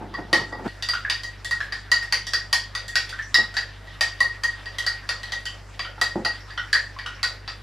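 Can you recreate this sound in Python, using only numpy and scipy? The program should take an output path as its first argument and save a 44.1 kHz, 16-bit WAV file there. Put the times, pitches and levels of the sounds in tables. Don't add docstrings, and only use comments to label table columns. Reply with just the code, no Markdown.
import sys
import numpy as np
from scipy import signal
from scipy.io import wavfile

SR = 44100
rng = np.random.default_rng(int(sys.argv[2]) if len(sys.argv) > 2 else 0)


def bounce(signal):
    frames = np.transpose(np.atleast_2d(signal))
    limited = np.clip(frames, -1, 1)
    pcm = np.round(limited * 32767).astype(np.int16)
    wavfile.write(sys.argv[1], SR, pcm)


N = 336042

EDGES_HZ = 22 * 2 ** np.arange(0, 9.9, .5)

HUM_DB = [-44.5, -46]
# f/Hz, density/dB per Hz
HISS_SPECTRUM = [(26, -25), (62, -20), (110, 3), (137, 2), (170, -4), (400, -6), (690, -15.5), (1000, -0.5),
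                 (1800, -45), (2600, -61), (4750, -23.5), (7000, -35.5), (11000, -33.5), (15500, -57)]
# f/Hz, side re mid/dB
SIDE_LEVEL = [(60, -32), (260, 0.5), (1400, -15.5), (3000, -16.5), (6000, -6), (10000, -0.5), (14000, 5)]
# f/Hz, t60/s
KITCHEN = [(200, 0.25), (800, 0.25), (2000, 0.3), (5500, 0.29), (14000, 0.18)]
# t/s, level/dB
SWISH = [(0, -54.5), (.6, -52), (.9, -48), (1.3, -49.5), (1.6, -49), (2.2, -51.5), (3.1, -48.5), (3.7, -50),
         (4.2, -47.5), (5, -46.5), (5.6, -51), (5.85, -50.5), (6.4, -48.5), (7.1, -49.5), (7.62, -52.5)]
# f/Hz, density/dB per Hz
SWISH_SPECTRUM = [(290, -31), (500, 3.5), (911, -3.5), (1500, 5), (2630, -4.5), (2860, -16), (3190, -3),
                  (3420, -1.5), (14000, -33)]
# t/s, peak level/dB
SCUFFS = [(0.021, -32), (.19, -29.5), (.4, -31), (.6, -30.5), (0.664, -23)]
# t/s, level/dB, tilt/dB per octave about 400 Hz
KNOCKS = [(0.329, -15, -2.5), (0.526, -25.5, -1), (3.383, -24.5, -0.5), (5.98, -43, 10), (6.014, -35.5, 13),
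          (6.156, -12.5, -6), (6.255, -27.5, 6.5)]
# f/Hz, level/dB, t60 when knocked/s
TRAY_MODES = [(156, -7, 0.018), (222.5, -18.5, 0.166), (237, -20.5, 0.11), (332, -5.5, 0.058),
              (384, -9.5, 0.063), (530, -4.5, 0.031), (709, -8, 0.07), (863, -5, 0.078), (1220, -11, 0.018),
              (1380, -9, 0.02)]
# t/s, starting pitch f/Hz, level/dB
PLOPS = [(0.1395, 1105, -28.5), (0.3294, 1090, -19), (0.5234, 1150, -29), (0.8896, 1410, -32),
         (0.935, 1397, -15), (1.0494, 1725, -15.5), (1.0972, 1800, -35), (1.51, 1740, -44),
         (1.6044, 1695, -16.5), (1.722, 1736, -20.5), (1.9173, 1750, -41), (2.3339, 1420, -45),
         (2.7512, 1450, -31), (3.127, 1490, -25.5), (3.19, 1754, -19), (3.3444, 1700, -19),
         (3.388, 1250, -24.5), (3.54, 1500, -30), (3.5672, 1760, -15.5), (4.2054, 1063, -21),
         (4.4338, 1690, -29), (4.864, 1430, -27), (5.091, 1410, -26), (5.7939, 1890, -48),
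         (5.851, 1410, -27.5), (6.0127, 1727, -25), (6.248, 1420, -27), (6.5033, 1700, -30.5),
         (6.5776, 1420, -18), (6.7309, 1738, -7.5), (6.7513, 1770, -11), (6.964, 1060, -31),
         (6.9885, 1700, -29), (7.0601, 1410, -22), (7.23, 1444, -20.5), (7.4776, 1286, -30.5)]
# wall ring/dB, upper ring/dB, crack/dB
STRIKES = [(0.1402, -31.5, 1.5, -2.5, -28), (0.3294, -9, -5.5, -8.5, -23), (0.5249, -38.5, 2, -1.5, -24),
           (0.6444, -44, -10, -9, -25), (0.677, -33, -11, -15, -22), (0.8244, -21.5, -8.5, -3, -15.5),
           (0.8874, -20.5, -4.5, 5, -16.5), (0.936, -23, -20, -24, -23), (1.0987, -13, -9.5, -0.5, -23.5),
           (1.2341, -29.5, -7, 0, -11.5), (1.4466, -24.5, -10.5, -7, -10.5), (1.51, -22, 3.5, -8, -15),
           (1.6046, -23.5, -22, -27, -30), (1.723, -23.5, -5, -4.5, -23), (1.9164, -12, -4.5, 4, -16),
           (2.027, -30, -0.5, -18, -14), (2.1242, -14.5, -5.5, 2.5, -14.5), (2.268, -27.5, -7, -3, -10.5),
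           (2.3346, -15, -6.5, 1, -18), (2.5285, -12, -6.5, 3.5, -12), (2.7508, -18.5, -11, -2, -21.5),
           (2.881, -34.5, 5.5, 3, -4), (2.9554, -10.5, -14, -0.5, -19.5), (3.0926, -31, -18, -2.5, -12),
           (3.1256, -41, 3, -18, -25), (3.19, -41, -3, -24, -17), (3.2234, -44, -25, -23, -10),
           (3.3432, -12.5, -4.5, -1, -15), (3.5417, -29.5, -12, -9, -19), (3.5677, -16.5, -10.5, -3, -23),
           (3.8716, -40.5, -4, -18, -23), (4.009, -11, -8.5, -4, -18), (4.2045, -19.5, 6, 2.5, -13.5),
           (4.4355, -22.5, 5, 3, -12), (4.6574, -29, -5.5, -4, -28), (4.7844, -21, -9, -15, -13),
           (4.8647, -19.5, 2.5, 3, -15), (5.0906, -16, -8, -2.5, -22), (5.232, -24.5, -12, -8, -23),
           (5.3208, -19, -9.5, -11, -22), (5.455, -26, -8.5, -3.5, -12.5), (5.74, -43, -18, -30, -42),
           (5.7932, -18, -11.5, -8.5, -31), (5.8467, -31.5, -13, -3, -46), (6.014, -12, -7, 0.5, -15.5),
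           (6.249, -18, -8.5, 1.5, -20), (6.5057, -34.5, -12, -2, -41), (6.577, -21.5, -14, -29, -46),
           (6.7291, -13.5, -26, 1.5, -18), (6.7498, -24, 1, -3, -38), (6.9881, -27, -7, -4, -34),
           (7.0623, -26, -12, -34, -21), (7.23, -14, -13, -2, -18), (7.4775, -20.5, -16.5, -6.5, -33)]
# f/Hz, level/dB, t60 when struck/s
CUP_MODES = [(1868.6, 6, 0.041), (1899.5, 7.5, 0.055), (4473, 1, 0.0074), (4543, -11, 0.007),
             (4671, -5.5, 0.032), (4783, -0.5, 0.016), (5100, -8, 0.0074), (5790, -30.5, 0.017),
             (9436, -25, 0.015)]
# f/Hz, density/dB per Hz
IMPACT_SPECTRUM = [(330, 16.5), (760, 29.5), (1450, 26.5), (2550, 8.5), (4000, 16), (5500, 18.5),
                   (7300, 18), (10600, 11), (15000, -5)]
# f/Hz, share/0-1
KNOCK_SHARE = [(900, 1), (2600, 0)]
# f/Hz, share/0-1
CRACK_SHARE = [(3800, 0), (7500, 1)]
# t/s, f/Hz, level/dB
PINGS = [(.3289, 3800, -19.5), (.8238, 3650, -20), (.936, 2800, -24), (1.0972, 3700, -20),
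         (1.4461, 3450, -24.5), (1.722, 3800, -30), (2.1245, 2120, -14), (2.268, 3400, -26.5),
         (2.268, 5570, -24), (2.5276, 3300, -17.5), (2.8814, 3430, -29), (2.9553, 3840, -22),
         (3.0921, 3500, -28), (3.2234, 5780, -32.5), (3.3432, 3920, -9), (3.3432, 5190, -11),
         (3.5669, 3900, -24.5), (4.009, 2180, -26), (4.2034, 3930, -24), (4.4338, 2100, -30),
         (4.7864, 3210, -19.5), (4.8644, 4070, -30), (5.0903, 4370, -25), (5.3209, 3180, -30),
         (5.463, 3060, -20.5), (5.7934, 2300, -24), (5.8487, 3100, -27), (6.248, 4370, -31),
         (6.405, 5500, -39.5), (7.15, 5570, -41.5), (6.5762, 3060, -21.5), (6.5762, 5600, -34),
         (6.7299, 4220, -15.5), (6.9878, 2280, -30), (7.0621, 2960, -21.5), (7.231, 4000, -18)]

HUM_HZ, HISS_DB = 49.33, -52
SINGING_DB = -8
WAKE_DB, WAKE_PEAK_S = -33.5, 0.033
SCUFF_RISE_DB_PER_S, SCUFF_FALL_DB_PER_S, SLIDE_DB, LIFTED_S = 600, 182, -42.5, .688
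TRAY_ROOM_DB, TRAY_SIDE_DB = -0.5, -13
KITCHEN_DB, FIRST_ECHO_S = 4.5, 0.00049
HIT_SAMPLES = 2600
BUBBLE_T60_S, BUBBLE_RISE, SPOON_T60_S = 0.026, 0.035, 0.013
CONTACT_S, CRACK_RISE_S = 0.00033, 0.0017
IMPACT_T60_S, CLICK_DB, CHATTER_DB = 0.0063, 3, 2
KNOCK_DB, KNOCK_FOLLOWS = -17, 0.35
CUTOFF_HZ = 16500


def from_db(db):
    return 10 ** (np.asarray(db) / 20)


def rms_one(x):
    return x / np.sqrt(np.mean(x ** 2) + 1e-20)


def in_time(rows):
    t_s, level_db = np.transpose(rows)
    return from_db(np.interp(np.arange(N) / SR, t_s, level_db, right=-120))


def at_hz(points, hz):
    table_hz, value = np.transpose(points)
    return np.interp(np.log(hz), np.log(table_hz), value)


def swelling(t_s, rise_s):
    return 1 - np.exp(-t_s / rise_s)


def bands(shape, first=0, envelope=1, click=0):
    white = rng.standard_normal((2, *shape)) * envelope
    white[0, ..., 0], white[1, ..., 0] = click, -click
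    for k in range(first, len(EDGES_HZ) - 1):
        low_hz, high_hz = EDGES_HZ[k:k + 2]
        sos = signal.butter(2, [low_hz, high_hz], "band", fs=SR, output="sos")
        yield np.sqrt(low_hz * high_hz), signal.sosfilt(sos, white[k % 2])


def mid_side(spectrum, first=0, patchy_db=0):
    steps = np.arange(N) / (SR // 20)
    count = N // 2000 + 2
    out = 0
    for hz, band in bands((2, N), first):
        patches_db = patchy_db * np.interp(steps, np.arange(count), rng.standard_normal(count))
        width_db = np.array([[0], [at_hz(SIDE_LEVEL, hz)]])
        out = out + from_db(at_hz(spectrum, hz) + patches_db + width_db) * band
    return out / np.sqrt(np.mean(out[0] ** 2))


def resonate(x, hz, t60_s):
    radius, w = from_db(-60 / (t60_s * SR)), 2 * np.pi * hz / SR
    return signal.lfilter([0, np.sin(w)], [1, -2 * radius * np.cos(w), radius * radius], x + 1e-18)


def struck(modes, levels_db, spread_db, detune):
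    t_s = np.arange(HIT_SAMPLES) / SR
    hz, mode_db, t60_s = np.transpose(modes)
    chance = rng.standard_normal((*levels_db.shape, 2))
    signs = (-1) ** np.arange(len(hz))
    gains = from_db(levels_db + mode_db + spread_db * chance[..., 0]) * signs
    pitch_hz = hz * (1 + detune * chance[..., 1])
    decays = from_db(-60 * t_s / t60_s[:, None])
    sines = np.sin(2 * np.pi * pitch_hz[..., None] * t_s)
    return np.einsum("bm,mt,bmt->bt", gains, decays, sines)


def echo_tails():
    t_s = np.arange(15000) / SR
    tails = 0
    for hz, band in bands((6, 2, len(t_s)), first=4):
        width_db = np.array([[0], [at_hz(SIDE_LEVEL, hz)]])
        tails = tails + from_db(-60 * t_s / at_hz(KITCHEN, hz) + width_db) * band
    tails *= np.clip(t_s / FIRST_ECHO_S, 0, 1) ** 2
    return tails / np.sqrt(np.mean(np.sum(tails[:, 0] ** 2, axis=1)))


def in_kitchen(times_s, hits, wet_db):
    responses = from_db(wet_db) * echo_tails()
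    responses[:, 0, 0] = 1
    choice = np.arange(len(hits)) % len(responses)
    heard = signal.fftconvolve(hits[:, None], responses[choice], axes=2)
    out = np.zeros((2, N + SR))
    for t_s, sound in zip(times_s, heard):
        start = round(t_s * SR)
        out[:, start:start + sound.shape[1]] += sound
    return out[:, :N]


def notes(rows, t60_s, rise):
    start_s, hz, level_db = np.transpose(rows)[:, :, None]
    t_s = np.arange(HIT_SAMPLES) / SR
    sines = np.sin(2 * np.pi * hz * t_s * (1 + rise * t_s / t60_s))
    tones = from_db(level_db - 60 * t_s / t60_s) * sines
    return in_kitchen(start_s[:, 0], swelling(t_s, CONTACT_S) * tones, KITCHEN_DB)


def refrigerator():
    turn = 2 * np.pi * HUM_HZ * np.arange(N) / SR
    hum = sum(np.sqrt(2) * from_db(db) * np.cos(k * turn) for k, db in enumerate(HUM_DB, 1))
    return hum * [[1], [0]]


def hiss():
    return from_db(HISS_DB) * mid_side(HISS_SPECTRUM)


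def wake():
    t_s = np.arange(N) / SR
    gain = 0
    for start_s, blow_db, *_ in STRIKES:
        age = np.clip(t_s - start_s, 0, None) / WAKE_PEAK_S
        gain = gain + from_db(WAKE_DB + blow_db) * age * np.exp(1 - age)
    return gain


def swish():
    rub = rng.standard_normal((2, N)) * from_db([[0], [-15]])
    singing = rms_one(sum(from_db(db) * resonate(rub, hz, 0.23 * t60_s) for hz, db, t60_s in CUP_MODES))
    wet = mid_side(SWISH_SPECTRUM, first=7, patchy_db=4.5)
    return (in_time(SWISH) + wake()) * (wet + from_db(SINGING_DB) * singing)


def sliding():
    t_s = np.arange(N) / SR
    jerks_db = [db - np.where(t_s < s, SCUFF_RISE_DB_PER_S * (s - t_s), SCUFF_FALL_DB_PER_S * (t_s - s))
                for s, db in SCUFFS]
    lift = np.clip((LIFTED_S - t_s) / 0.0084, 0, 1)
    return from_db(np.maximum(np.max(jerks_db, axis=0), SLIDE_DB)) * lift


def tray_drag():
    noise = rng.standard_normal((2, N))
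    grain_db = 2.0 * rng.standard_normal(N // 300 + 1)
    grains = noise * from_db(grain_db).repeat(300)[:N]
    drag = sum(from_db(db) * resonate(grains, hz, 0.39 * t60_s) for hz, db, t60_s in TRAY_MODES)
    return sliding() * rms_one(drag) * from_db([[0], [-15]])


def tray_knocks():
    start_s, level_db, tilt_db = np.transpose(KNOCKS)[:, :, None]
    octaves = np.log2(np.array(TRAY_MODES)[:, 0] / 400)
    hits = struck(TRAY_MODES, level_db + tilt_db * octaves, spread_db=-1.5, detune=0.0014)
    return in_kitchen(start_s[:, 0], hits, TRAY_ROOM_DB) * from_db([[0], [TRAY_SIDE_DB]])


def tray():
    sos = signal.butter(4, 125, "high", fs=SR, output="sos")
    return signal.sosfilt(sos, tray_knocks() + tray_drag())


def plops():
    return notes(PLOPS, BUBBLE_T60_S, BUBBLE_RISE)


def clinks():
    start_s, blow_db, ring_db, upper_db, crack_db = np.transpose(STRIKES)[:, :, None]
    t_s = np.arange(HIT_SAMPLES) / SR
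    mode_levels_db = np.where(np.arange(len(CUP_MODES)) < 2, ring_db, upper_db)
    wall = struck(CUP_MODES, mode_levels_db, spread_db=2.05, detune=0.0026)
    chatter = from_db(CHATTER_DB - 60 * t_s / IMPACT_T60_S) * swelling(t_s, CRACK_RISE_S)
    knock_db = KNOCK_DB + KNOCK_FOLLOWS * ring_db
    contact = 0
    for hz, band in bands((len(STRIKES), len(t_s)), 7, chatter, from_db(CLICK_DB)):
        follow_db = at_hz(KNOCK_SHARE, hz) * knock_db + at_hz(CRACK_SHARE, hz) * crack_db
        contact = contact + from_db(at_hz(IMPACT_SPECTRUM, hz) + follow_db) * band
    hits = from_db(blow_db) * (swelling(t_s, CONTACT_S) * wall + contact)
    return in_kitchen(start_s[:, 0], hits, KITCHEN_DB)


def pings():
    return notes(PINGS, SPOON_T60_S, 0)


def scene():
    spoon = clinks() + pings() + plops() + swish()
    mid, side = spoon + tray() + refrigerator() + hiss()
    return np.array([mid + side, mid - side])


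def record(dry):
    rounded = 1.165 * np.tanh(dry / 1.223)
    return signal.sosfilt(signal.cheby2(12, 70, CUTOFF_HZ, fs=SR, output="sos"), rounded)


dry = scene()
out = record(dry)
bounce(out)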